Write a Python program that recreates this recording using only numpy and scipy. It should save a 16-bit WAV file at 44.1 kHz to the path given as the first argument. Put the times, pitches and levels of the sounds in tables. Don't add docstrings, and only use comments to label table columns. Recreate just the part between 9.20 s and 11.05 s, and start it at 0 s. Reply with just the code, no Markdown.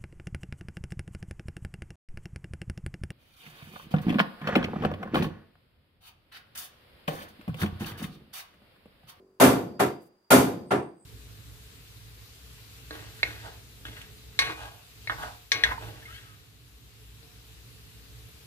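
import sys
import numpy as np
from scipy import signal
from scipy.fft import rfft, irfft
from scipy.io import wavfile

SR = 44100
rng = np.random.default_rng(int(sys.argv[2]) if len(sys.argv) > 2 else 0)


def put_to_file(sound):
    columns = np.atleast_2d(sound).T
    safe = np.clip(columns, -1, 1)
    whole_steps = np.round(safe * 32767)
    wavfile.write(sys.argv[1], SR, whole_steps.astype(np.int16))


N = 81585

# t/s, level/dB, bass/dB, treble/dB, time the sheet keeps shaking/s, lightness (0-1),
# brightness limit f/Hz, knock level/dB
BLOWS = [(-.36, -6, -14, -4.5, 0.008, 0, 12500, -39.5), (.199, 1, 0.5, -4, 0.043, 0.02, 15150, -36),
         (0.593, -1.5, -1.5, -8, 0.0056, 1, 14500, -28.5), (1.104, 2, -0.5, -2.5, 0.032, 0, 15000, -21.5),
         (1.505, -3.5, 0, -15.5, 0.0071, 0.94, 12100, -30.5)]
BANDS_HZ = 31.25 * 2 ** (np.arange(28) / 3)
BASS_HZ, TREBLE_HZ, TREBLE_SLOPE = 334, 3353, 3.4
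DIFFUSE_HZ = 570


def undb(db):
    return 10 ** (np.asarray(db) / 20)


def rms(x):
    return np.sqrt(np.mean(x ** 2, axis=-1, keepdims=True))


def unit(x):
    return x / rms(x)


def at(table, hz):
    rows = np.array(table, float)
    return [np.interp(np.log(hz), np.log(rows[:, 0]), col) for col in rows.T[1:]]


def level(t, table):
    return undb(np.interp(t, *np.array(table).T))


def freqs():
    return np.maximum(np.arange(N // 2 + 1) * SR / N, 1)


def noise(shape):
    return unit(irfft(rfft(rng.standard_normal((2, N))) * shape, N))


def third(hz):
    return np.cos(np.pi / 2 * np.clip(3 * np.log2(freqs() / hz), -1, 1))


def peak(hz, width_hz):
    return 1 / (1 + ((freqs() - hz) / width_hz * 2) ** 2) ** 2


def spread(pair, hz):
    side = np.clip(0.016 + 1 / (1 + (DIFFUSE_HZ / hz) ** 3), 0, 1)
    mid_signal, side_signal = pair
    left_right = mid_signal + np.sqrt(side) * side_signal * np.array([[1], [-1]])
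    return left_right / np.sqrt(1 + side)


def add(out, sound, start):
    i = int(round(start * SR))
    a, b = max(i, 0), min(N, N + i)
    out[:, a:b] += sound[:, a - i:b - i]


def air():
    # f/Hz, level per third octave/dB
    floor = [(30, -92.5), (70, -91.5), (150, -91.5), (400, -92), (1000, -80.5), (3000, -93.5), (14000, -90)]
    return sum(undb(at(floor, hz)[0]) * spread(noise(third(hz)), hz) for hz in BANDS_HZ)


def motor(t):
    # t/s, level/dB
    motor_level = [(0, -56.5), (.18, -66.5), (.8, -74), (1.05, -77.5), (1.85, -76)]
    shaft_hz, body_hz, width_hz, low_db = 47.6, 387, 62, -20.5
    out = 0
    for hz in shaft_hz * np.arange(1, 14):
        housing = 1 / (1 + (2 * (hz - body_hz) / width_hz) ** 2)
        gain = housing + undb(low_db)
        out = out + gain * np.sin(2 * np.pi * hz * t + rng.uniform(0, 2 * np.pi))
    return unit(out) * level(t, motor_level)


def whine(t):
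    # t/s, level/dB
    whine_level = [(0, -84), (.2, -85), (.5, -68.5), (.75, -68), (.95, -80.5), (1.15, -71), (1.42, -67.5),
                   (1.65, -78.5), (1.85, -83.5)]
    return level(t, whine_level) * noise(peak(4810, 220))


def squeal(t):
    # t/s, level/dB, f/Hz
    path = [(1.419, -89, 8300), (1.501, -61, 8560), (1.632, -65, 8460), (1.752, -82.5, 8570),
            (1.81, -63.5, 8200), (1.85, -64, 8180)]
    half_width_hz = 490
    times, db, hz = np.array(path).T
    phase = 2 * np.pi * np.cumsum(np.interp(t, times, hz)) / SR
    tone = np.sqrt(2) * np.sin(phase)
    gain = undb(np.interp(t, times, db)) * (t > times[0])
    return gain * tone * noise(peak(0, 2 * half_width_hz))


def scuffs(t):
    # t/s, level/dB
    puffs = [(.828, -66), (.866, -68.5)]
    centre_hz, half_width_hz, length_s = 11100, 7100, 0.019
    out = np.zeros((2, N))
    for start, scuff_db in puffs:
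        puff = np.exp(-((t - start) / length_s) ** 2)
        out += undb(scuff_db) * puff * noise(peak(centre_hz, 2 * half_width_hz))
    return out


def knocks(t):
    knock_hz, knock_width_hz, knock_s = 1400, 130, 0.012
    tick_hz, tick_db = 3330, -11.5
    out = np.zeros((2, N))
    env = t / knock_s * np.exp(1 - t / knock_s)
    for start, *_, knock_db in BLOWS:
        contact = noise(peak(knock_hz, knock_width_hz))
        contact = contact + undb(tick_db) * noise(peak(tick_hz, tick_hz))
        add(out, undb(knock_db) * env * contact, start)
    return out


def strength(hz, db, bass_db, treble_db):
    bass = bass_db / (1 + (hz / BASS_HZ) ** 2)
    treble = treble_db / (1 + (TREBLE_HZ / hz) ** TREBLE_SLOPE)
    return undb(db + bass + treble)


def fade(age, hold, t60):
    return np.exp(-np.log(1000) * np.maximum(age - hold, 0) / t60)


def ring_time(hz, t60, light):
    light_ring, bass_ring = 0.33, 0.29
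    return t60 * np.exp(-light * (light_ring + bass_ring / (1 + (hz / BASS_HZ) ** 4)))


def slaps(t):
    delay_s, slap_hz, width_s, slap_db = 0.028, 340, 0.0018, -8
    out = np.zeros((2, N))
    late = t - delay_s
    slap = undb(slap_db) * np.exp(-(late / width_s) ** 2) * np.sin(2 * np.pi * slap_hz * late)
    for start, blow_db, *_ in BLOWS:
        add(out, np.array([slap, slap]) * undb(blow_db / 2), start)
    return out


def boom(t):
    # f/Hz, heavy-blow level/dB, light-blow level/dB, t60/s
    modes = [(111.35, -32.5, -40, 0.74), (126.2, -30.5, -26, 0.58), (187.2, -25.5, -31, 0.66),
             (198.9, -26, -20.5, .48), (240.9, -21, -21.5, 0.55), (253.5, -14.5, -26.5, .4),
             (271.5, -17, -30, 0.51), (286.3, -29, -21.5, 0.49), (304, -23.5, -18.5, .42),
             (326.4, -30.5, -27, 0.78), (356.3, -26.5, -20.5, 0.69), (401, -21, -20, 0.46),
             (415.4, -22.5, -16.5, 0.44), (463, -32, -28, 0.16), (490.8, -27, -34, .6),
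             (544.8, -21, -30.5, 0.4), (601.6, -27.5, -34.5, .45), (650.8, -18.5, -22, 0.26),
             (706, -26.5, -27.5, 0.54), (747, -28.5, -17.5, 0.38), (1035, -28.5, -36, 0.48),
             (1095, -31, -37.5, 0.21), (1363, -30.5, -32, .36), (1432, -28, -32, 0.41),
             (1750, -32, -40.5, 0.15), (2014, -36, -33, 0.41)]
    hold_share = 0.77
    spread_rad = 0.74
    step_rad = 1.601
    rise_s, rise_hz = 0.025, 710
    out = np.zeros((2, N))
    for k, (hz, heavy_db, light_db, t60) in enumerate(modes):
        lag = (-1) ** k * min(spread_rad * hz / 500, np.pi / 2) * np.array([[.5], [-.5]])
        build_up = 1 - np.exp(-(t / (rise_s / (1 + hz / rise_hz))) ** 2)
        wave = build_up * np.sin(2 * np.pi * hz * t + k * step_rad + lag)
        for start, blow_db, bass_db, treble_db, hold, light, _, _ in BLOWS:
            mode_db = heavy_db + light * (light_db - heavy_db)
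            gain = undb(mode_db) * strength(hz, blow_db, bass_db, treble_db)
            add(out, gain * wave * fade(t, hold_share * hold, ring_time(hz, t60, light)), start)
    return out


def uneven_gain():
    f = freqs()
    fine = np.interp(f / 22, np.arange(4096), rng.standard_normal(4096))
    broad = np.interp(f / 110.8, np.arange(512), rng.standard_normal(512))
    return undb(0.5 * fine) * undb(4 * broad * f / (f + TREBLE_HZ))


def crash(t):
    # f/Hz, level per third octave/dB, t60/s, swell time/s
    sheet = [(40.3, -65.5, .7, .02), (76, -43, .7, 0.069), (115, -33.5, .72, .025),
             (218, -31.5, 0.87, 0.0073), (390, -24.5, .56, 0.06), (760, -24, 0.48, 0.0037),
             (1000, -25, 0.43, 0.0073), (1400, -24.5, 0.36, .009), (1970, -28.5, 0.37, 0.015),
             (4840, -31.5, 0.37, 0.013), (11880, -24, 0.29, .013), (12900, -25, 0.36, 0.0074),
             (16020, -35, .13, 0.0093)]
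    # f/Hz, level relative to the crash/dB
    room = [(100, -48.5), (250, -42), (450, -35.5), (1200, -38.5), (4000, -36), (12000, -48.5)]
    room_t60_s = 1
    first_crack = 0.69
    crack_s, soft_contact_s = 0.0023, 0.0074
    same_below_hz = 1080
    ripple = uneven_gain()
    rings = np.zeros((len(BLOWS), 2, N))
    for hz in BANDS_HZ:
        db, t60, swell = at(sheet, hz)
        shape = third(hz) * ripple
        common = noise(shape)
        same = 1 / (1 + (hz / same_below_hz) ** 2)
        filling = 1 - (1 - first_crack * hz / (hz + BASS_HZ)) * np.exp(-(t / swell) ** 2)
        for ring, (_, blow_db, bass_db, treble_db, hold, light, _, _) in zip(rings, BLOWS):
            tail = undb(at(room, hz)[0]) * fade(t, hold, room_t60_s)
            attack = filling * np.minimum(t / (crack_s + light * soft_contact_s), 1)
            env = attack * (fade(t, hold, ring_time(hz, t60, light)) + tail)
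            source = np.sqrt(same) * common + np.sqrt(1 - same) * noise(shape)
            band = unit(spread(source, hz) * env) * rms(env)
            ring += band * undb(db) * strength(hz, blow_db, bass_db, treble_db)
    out = np.zeros((2, N))
    for ring, (start, *_, top_hz, _) in zip(rings, BLOWS):
        low_pass = signal.butter(10, top_hz, fs=SR, output="sos")
        add(out, signal.sosfilt(low_pass, ring), start)
    return out


def scene():
    t = np.arange(N) / SR
    background = air() + motor(t) + whine(t) + squeal(t) + scuffs(t)
    return background + knocks(t) + slaps(t) + boom(t) + crash(t)


def record(dry):
    ceiling, top_hz = 0.68, 15900
    rounded = dry / (1 + (dry / ceiling) ** 4) ** .25
    return signal.sosfilt(signal.ellip(10, .2, 80, top_hz, fs=SR, output="sos"), rounded)


dry = scene()
out = record(dry)
put_to_file(out)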